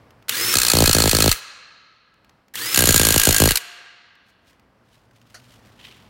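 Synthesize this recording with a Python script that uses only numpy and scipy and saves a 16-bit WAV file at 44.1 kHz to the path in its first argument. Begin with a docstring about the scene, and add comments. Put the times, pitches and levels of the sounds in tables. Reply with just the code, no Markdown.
"""An echoing garage, one microphone close to an alloy wheel, a low workshop hum behind it.
A socket ticks on a lug nut; the motor of a cordless impact wrench whines up and spins the nut home.
Its hammer then pounds the nut tight, about 55 steel blows a second; some overload the microphone
with a deep thump. The room rings out and a second nut follows. Afterwards sleeves rustle and the
tool is put down with a clack."""
import sys
import numpy as np
from scipy import signal
from scipy.fft import rfft, irfft
from scipy.io import wavfile

SR = 44100
rng = np.random.default_rng(int(sys.argv[2]) if len(sys.argv) > 2 else 0)


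def wav_record(signal):
    """Record a signal, one row per channel, as 16-bit PCM in the file named by sys.argv[1]."""
    frames = np.transpose(np.atleast_2d(signal))
    bounded = np.clip(frames, -1, 1)
    # unit amplitude maps onto the largest positive 16-bit level
    quanta = np.round(bounded * 32767).astype(np.int16)
    wavfile.write(sys.argv[1], SR, quanta)


N = 268915
TIME = np.arange(N) / SR


def from_db(db):
    """Decibels to gain."""
    return 10 ** (np.asarray(db) / 20)


def at_hz(points, hz):
    """Read a table on a log-frequency axis."""
    freqs, values = np.transpose(points)
    return np.interp(np.log(np.maximum(hz, 1)), np.log(freqs), values)


def add(out, s, sound):
    """Mix a sound in at s seconds."""
    start = round(s * SR)
    out[start:start + len(sound)] += sound[:N - start]


def coloured(x, spectrum, resonances=(), size=8192):
    """Minimum-phase filter of unit power: a colour with resonant peaks on top.
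    Each row of a colour: frequency in Hz, relative density in dB.
    Each row of resonances: centre in Hz, width in Hz, lift in dB."""
    hz = np.fft.rfftfreq(size, 1 / SR)
    gain = from_db(at_hz(spectrum, hz))
    for centre, width, lift_db in resonances:
        gain *= np.sqrt(1 + (from_db(lift_db) ** 2 - 1) / (1 + (2 * (hz - centre) / width) ** 2))
    cepstrum = irfft(np.log(gain))[:size // 2]
    cepstrum[1:] *= 2
    response = irfft(np.exp(rfft(cepstrum, size)))
    return signal.oaconvolve(x, response / np.linalg.norm(response))[:N]


def noise(spectrum):
    """Steady noise of a given colour, rms 1."""
    return coloured(rng.standard_normal(N), spectrum)


def drift(rate_hz):
    """A random wander with a spread of about 1."""
    knots = rng.standard_normal(N // 10)
    return np.interp(TIME * rate_hz, np.arange(len(knots)), knots)


def strikes(rows, rise_s, t60, alike, size=8192):
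    """Each contact wakes a dense crowd of metal modes, partly the same ones every time."""
    out, age = np.zeros(N), np.arange(size) / SR
    envelope = (1 - np.exp(-age / rise_s)) * from_db(-60 * age / t60)
    shared = rng.standard_normal(size)
    for s, db in rows:
        crowd = np.sqrt(alike) * shared + np.sqrt(1 - alike) * rng.standard_normal(size)
        add(out, s, from_db(db) * envelope * crowd)
    return out


def strokes(rows, ends_db=-9, rise_share=.43):
    """Gain over time of rubbing strokes, each swelling to its top and fading."""
    gain = np.zeros(N)
    for top_s, length_s, db in rows:
        along = (TIME - top_s) / length_s
        from_top = np.maximum(-along / rise_share, along / (1 - rise_share))
        gain += from_db(np.maximum(db + ends_db * from_top, -200))
    return gain


# Room tone as the recorder's gain control leaves it. Each row: time in seconds, level in dB.
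DUCKED_LEVEL = [(0, -52.5), (.3, -56.5), (2.05, -68), (2.3, -59), (2.5, -62), (4.0, -68.5), (4.55, -60),
                (5.3, -59.5), (5.6, -54.5), (6.1, -54)]
# The rumble's colour. Each row: frequency in Hz, relative density in dB.
RUMBLE_COLOUR = [(16, -44.5), (28, -19.5), (50, -2), (87, -2.5), (125, -2), (240, -3), (359, -8.5),
                 (561, -8), (789, -10.5), (1080, -11), (1560, -14.5), (2790, -23.5), (3820, -29),
                 (5240, -28.5), (6470, -36.5), (15000, -41.5)]

def workshop_rumble():
    """Dull workshop noise, ducked by the recorder's gain control during the hammering, then recovering."""
    return from_db(np.interp(TIME, *np.transpose(DUCKED_LEVEL))) * noise(RUMBLE_COLOUR)


# A hum in the background, strongest near the end. Each row: time in seconds, level in dB.
HUM_SWELL = [(0, -64), (.3, -69), (1.5, -80.5), (4.5, -79.5), (4.95, -65), (5.6, -57), (6.1, -67)]

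def workshop_hum(hz=115, octave_db=-7.5, waver=.072, flicker_db=3):
    """A low tone and its octave, unsteady in pitch and level."""
    phase = 2 * np.pi * np.cumsum(hz * (1 + waver * drift(32))) / SR
    tone = np.sqrt(2) * (np.sin(phase) + from_db(octave_db) * np.sin(2 * phase))
    return tone * from_db(np.interp(TIME, *np.transpose(HUM_SWELL)) + flicker_db * drift(36))


# How long the garage rings. Each row: frequency in Hz, t60 in seconds.
GARAGE_T60 = [(150, .95), (550, 1.7), (1400, 2.0), (4000, 1.7), (5500, 1.25), (7000, .85), (10000, .55),
              (15000, .4)]
# Its echo at the microphone. Each row: frequency in Hz, level against the direct sound in dB.
GARAGE_ECHO = [(100, -31.5), (400, -12.5), (800, -15.5), (1600, -15), (2800, -16), (4300, -22.5),
               (7000, -23), (15000, -29.5)]

def garage(x, build_s=.005, size=65536):
    """Diffuse echo that builds quickly and dies band by band, the treble first."""
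    age, hz = np.arange(size) / SR, np.fft.rfftfreq(size, 1 / SR)
    white, response = rfft(rng.standard_normal(size)), np.zeros(size)
    edges = np.geomspace(100, 17000, 40)
    for low, high in zip(edges, edges[1:]):
        centre = np.sqrt(low * high)
        fade = from_db(-60 * age / at_hz(GARAGE_T60, centre)) * (1 - np.exp(-age / build_s))
        band = irfft(white * ((hz >= low) & (hz < high)), size)
        response += from_db(at_hz(GARAGE_ECHO, centre)) * band * fade / np.linalg.norm(fade)
    return signal.fftconvolve(x, response)[:N]


# Cloth, then scuffs, after the second nut. Each row: top and length in seconds, relative level in dB.
SLEEVE_STROKES = [(4.29, 0.04, -66), (4.49, 0.073, -66), (4.94, 0.16, -68), (5.165, 0.058, -70),
                  (5.355, 0.16, -64), (5.52, .16, -61.5), (5.67, 0.025, -68), (5.89, .3, -61.5)]
SCUFF_STROKES = [(5.803, 0.019, -47), (5.851, 0.02, -38.5), (5.94, 0.17, -54.5)]
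# Their colours. Each row: frequency in Hz, relative density in dB.
SLEEVE_COLOUR = [(300, -18), (1200, -4.5), (3000, 1), (5500, -5.5), (9000, -11), (15000, -16)]
SCUFFING_COLOUR = [(500, -62.5), (850, -29.5), (1460, -24), (1820, -11), (2150, -12), (3090, -6),
                   (6310, -25), (7350, -25), (9970, -33), (14000, -34)]

def rubbing():
    """Sleeves and gloves rub with a grainy rustle; a few short scuffs stand out."""
    cloth = from_db(5.5) * strokes(SLEEVE_STROKES) * noise(SLEEVE_COLOUR) * from_db(3.3 * drift(250))
    scuffs = strokes(SCUFF_STROKES) * noise(SCUFFING_COLOUR) * from_db(4.7 * drift(330))
    return cloth + scuffs


# The tool handled nearby, and put down. Each row: start in seconds, relative level in dB.
TICKS = [(.106, -40), (.2245, -43.5), (2.14, -50), (2.246, -44), (2.294, -41), (2.482, -46), (4.153, -50),
         (4.53, -47.5), (4.596, -46), (5.11, -48), (5.215, -44), (5.3, -46), (5.65, -45.5), (5.693, -47)]
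CLACK = [(5.343, -30)]
# Their colours. Each row: frequency in Hz, relative density in dB.
TICK_COLOUR = [(400, -4), (1600, 3.5), (3200, -1.5), (6500, -7), (10000, -17), (15500, -12.5)]
CLACK_COLOUR = [(120, -40.5), (210, -17), (437, -16.5), (707, 2.5), (846, -17), (1470, 5), (2650, -15),
                (2900, -6), (3530, -25), (4450, 4), (5050, -7), (6480, -2.5), (7210, -13), (9600, -13),
                (15000, -26)]

def handling():
    """Light touches of socket and tool tick; the tool lands with a longer clack."""
    ticks = coloured(strikes(TICKS, rise_s=.00024, t60=.021, alike=.14), TICK_COLOUR)
    clack = coloured(strikes(CLACK, rise_s=.00076, t60=.13, alike=.11), CLACK_COLOUR)
    return from_db(-4.5) * ticks + from_db(-7.5) * clack


# Snaps from inside the wrench. Each row: start in seconds, relative level in dB.
SLACK_SNAPS = [(0.2836, -20.5), (0.2931, -2.5), (1.2923, -2.5), (1.3251, -4), (2.5387, -28), (2.555, -13),
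               (3.4883, -1), (3.5178, -4), (3.5563, 0.5), (3.572, -1.5)]
# Each row: frequency in Hz, relative density in dB.
SLACK_COLOUR = [(180, -56), (300, -32), (687, -20.5), (2050, -5), (3540, -9), (4310, -3), (5010, -9.5),
                (7700, -10), (8370, -6.5), (8940, -10), (13800, -9), (15700, -23)]

def drive_slack():
    """Slack in the drive snaps shut as the motor starts and brakes."""
    return from_db(-6) * coloured(strikes(SLACK_SNAPS, rise_s=.00021, t60=.027, alike=.07), SLACK_COLOUR)


# Gear and fan tones, close up. Each row: multiple of the rotor rate, relative level in dB.
WHINE_TONES = [(1, -22), (6, -21), (12, -24), (15, -9), (25, -23)]
# Gearcase modes that flare as a tone sweeps through. Each row: centre and width in Hz, lift in dB.
GEARCASE_MODES = [(1740, 180, 15), (2850, 260, 15), (5350, 400, 5)]
# Rush of fan, brushes and gears. Each row: frequency in Hz, relative density in dB.
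RUSH_COLOUR = [(53, -50.5), (90, -19.5), (114, -1), (161, -19.5), (336, -8.5), (391, -14), (485, -3.5),
               (615, -21), (1370, -5), (2500, -5), (3770, -6), (5220, -9), (5690, -7.5), (14400, -9.5),
               (15700, -7)]

def motor(run, times, release_s, kick_hz=89.1, spin_up_s=.056, brake_s=.085, turns_per_blow=4.5):
    """Gear tones over a rush of air grow with speed; hammering shakes the speed and chokes the tones."""
    start_s, free_hz, free_db, loaded_db, _ = run
    age = np.maximum(TIME - start_s, 0)
    load = np.interp(TIME, [times[0] - .012, times[0] + .01], [0, 1])
    # The rotor jerks into motion, nears its free speed, and brakes when the trigger is let go.
    lag = np.exp(-age / spin_up_s)
    spin_hz = free_hz + (kick_hz - free_hz) * lag
    loaded_hz = np.interp(TIME, times[:-2], turns_per_blow / np.diff(times[:-1]))
    brake = np.exp(-(np.maximum(TIME - release_s, 0) / brake_s) ** 2) + 1e-9
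    shudder = (.0043 + .06 * lag) * drift(200)
    sag = .093 * load * (drift(220) - 1)
    rotor_hz = ((1 - load) * spin_hz + load * loaded_hz) * brake * (1 + shudder + sag)
    phase = 2 * np.pi * np.cumsum(rotor_hz) / SR
    tones = sum(from_db(db) * np.sqrt(2) * np.sin(order * phase) for order, db in WHINE_TONES)
    flicker = from_db((2.5 + 8 * lag) * drift(110))
    whine = coloured(tones, [(100, 0), (16000, 0)], GEARCASE_MODES) * flicker
    rush = noise(RUSH_COLOUR) * (1 + .27 * np.sin(phase)) * from_db(2 * drift(320))
    speed_decades = np.log10(spin_hz / free_hz * brake)
    seating_db = 5.5 * np.exp(np.minimum(TIME - times[0], 0) / .019)   # a lift as the nut seats
    level_db = (1 - load) * (free_db + seating_db) + load * loaded_db + 30 * speed_decades
    whine_db = -.5 - 8 * load + 19.5 * speed_decades
    return (age > 0) * from_db(level_db) * (from_db(-2) * rush + from_db(whine_db) * whine)


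# Bouts of deep thumps under the blows. Each row: start and end in seconds, relative level in dB.
DEEP_BOUTS = [(.547, .577, -24.5), (.625, .692, -33.5), (.726, .849, -13.5), (.867, .902, -16.5),
              (.938, 1.084, -17), (1.121, 1.29, -15), (2.767, 2.847, -17), (2.864, 2.916, -15),
              (2.933, 2.969, -16), (2.986, 3.114, -16), (3.133, 3.17, -16.5), (3.261, 3.299, -13),
              (3.3, 3.373, -24.5), (3.391, 3.485, -11.5), (3.495, 3.52, -22.5)]
# A thump as its pitch falls. Each row: pitch in Hz, relative level in dB.
CHIRP_LEVEL = [(17, -58.5), (26, -20.5), (45, -19.5), (85, -5), (130, -8), (190, -8), (260, -5), (360, 0),
               (560, 0.5), (820, -0.5), (1450, -11)]

def thumps(times, turns=1.55, onset_s=.00107, weak_db=-39.5, scatter_db=3.5, size=4096):
    """The hardest blows overload the microphone, giving a deep thump that drops quickly in pitch."""
    out, age = np.zeros(N), np.maximum(np.arange(size) / SR, onset_s)
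    chirp = np.sin(2 * np.pi * turns * np.log(age / onset_s)) * from_db(at_hz(CHIRP_LEVEL, turns / age))
    for k, s in enumerate(times):
        thump_db = next((db for start, end, db in DEEP_BOUTS if start <= s < end), weak_db)
        direction = (-1) ** k   # the two blows in a turn of the hammer push opposite ways
        add(out, s, direction * from_db(thump_db + scatter_db * rng.standard_normal()) * chirp)
    return from_db(4) * out


# Wheel and socket sing on at the second nut. Each row: pitch in Hz, relative level in dB, t60 in seconds.
WHEEL_MODES = [(705, -48, 1.6), (6950, -32, .1), (11816, -38, .5)]

def wheel_ring(blows, size=65536):
    """A few lightly damped modes gather energy from every blow."""
    kicks, age = np.zeros(N), np.arange(size) / SR
    for s, db in blows:
        add(kicks, s, from_db([db]))
    ring = sum(from_db(db - 60 * age / t60) * np.sin(2 * np.pi * hz * age) for hz, db, t60 in WHEEL_MODES)
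    return signal.fftconvolve(kicks, ring)[:N]


# Steel on steel at close range. Each row: frequency in Hz, relative density in dB.
CRACK_COLOUR = [(200, -21), (700, -10.5), (1300, -2), (2000, -4), (3000, -2.5), (5000, -0.5), (8000, 1.5),
                (11000, -1), (14000, -3.5), (16000, -10)]

def hammer(blows, resonances, recoil_s=.0135, recoil_db=-17):
    """The hammer hits the anvil, springs back and rattles onto its cam before the next blow."""
    cracks = strikes(blows, rise_s=.00015, t60=.018, alike=.25)
    unevenness = rng.standard_normal((len(blows), 2)) * [.001, 2]   # seconds, dB
    rattles = strikes(blows + [recoil_s, recoil_db] + unevenness, rise_s=.00095, t60=.012, alike=.089)
    return from_db(8.5) * coloured(cracks + rattles, CRACK_COLOUR, resonances)


def blow_times(first_s, first_gap_s, settling_blows, release_s, last_s, settled_gap_s=.01854):
    """The hammer slows to a steady beat as the nut tightens, and lands once more as the motor coasts."""
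    gaps = settled_gap_s + (first_gap_s - settled_gap_s) * np.exp(-np.arange(60) / settling_blows)
    times = first_s + np.cumsum(gaps) - gaps
    return np.append(times[times < release_s], last_s)


# The motor at each nut. Each row: trigger pull in seconds, free rotor rate in Hz, then relative
# levels in dB running free, under load and of the blows.
MOTOR_RUNS = [(.283, 366, -18, -23, -11.5), (2.538, 358, -22.5, -21.5, -9.5)]
# The hammer at each nut. Each row: first blow and first gap in seconds, settling constant in blows,
# trigger release and last blow in seconds.
HAMMER_RUNS = [(.5391, .01494, 10.85, 1.285, 1.3146), (2.7452, .01433, 6.8, 3.482, 3.5078)]
# Socket and wheel resonances at each nut. Each row: centre and width in Hz, lift in dB.
FIRST_NUT_MODES = [(1301.5, 93, 8), (1646, 61, 8.5), (2538, 65, 8.5), (4292, 380, 10.5), (6950, 290, 5),
                   (7470, 150, 5.5), (8800, 100, 5)]
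SECOND_NUT_MODES = [(1623, 64, 11.4), (2812, 1100, 3.4), (4260, 280, 6.5), (6955, 130, 9), (8730, 220, 5),
                    (10200, 200, 2.9), (11660, 1300, 5.6)]

def tighten(nut, resonances, jitter_s=.0002, scatter_db=2.9):
    """One nut is spun home and hammered tight: gives the tool's sound and its blows (seconds, dB)."""
    run, pounding = MOTOR_RUNS[nut], HAMMER_RUNS[nut]
    crack_db, release_s = run[-1], pounding[-2]
    times = blow_times(*pounding)
    blows = np.column_stack([times, np.full(len(times), crack_db)])
    blows += rng.standard_normal(blows.shape) * [jitter_s, scatter_db]
    return motor(run, times, release_s) + hammer(blows, resonances), blows


def scene():
    """One microphone: the wrench close by, the garage around it; thumps and background stay dry."""
    first_nut, first_blows = tighten(0, FIRST_NUT_MODES)
    second_nut, second_blows = tighten(1, SECOND_NUT_MODES)
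    direct = first_nut + second_nut + wheel_ring(second_blows) + drive_slack() + handling() + rubbing()
    echo = garage(direct)
    low_end = thumps(first_blows[:, 0]) + thumps(second_blows[:, 0])
    return (direct + echo + low_end + workshop_hum() + workshop_rumble())[None]


def record(dry, ceiling=.54, cutoff_hz=15950):
    """Peaks are rounded and the highest treble is cut."""
    low_pass = signal.ellip(12, .1, 80, cutoff_hz, fs=SR, output="sos")
    return signal.sosfilt(low_pass, ceiling * np.tanh(dry / ceiling))


dry = scene()
out = record(dry)
wav_record(out)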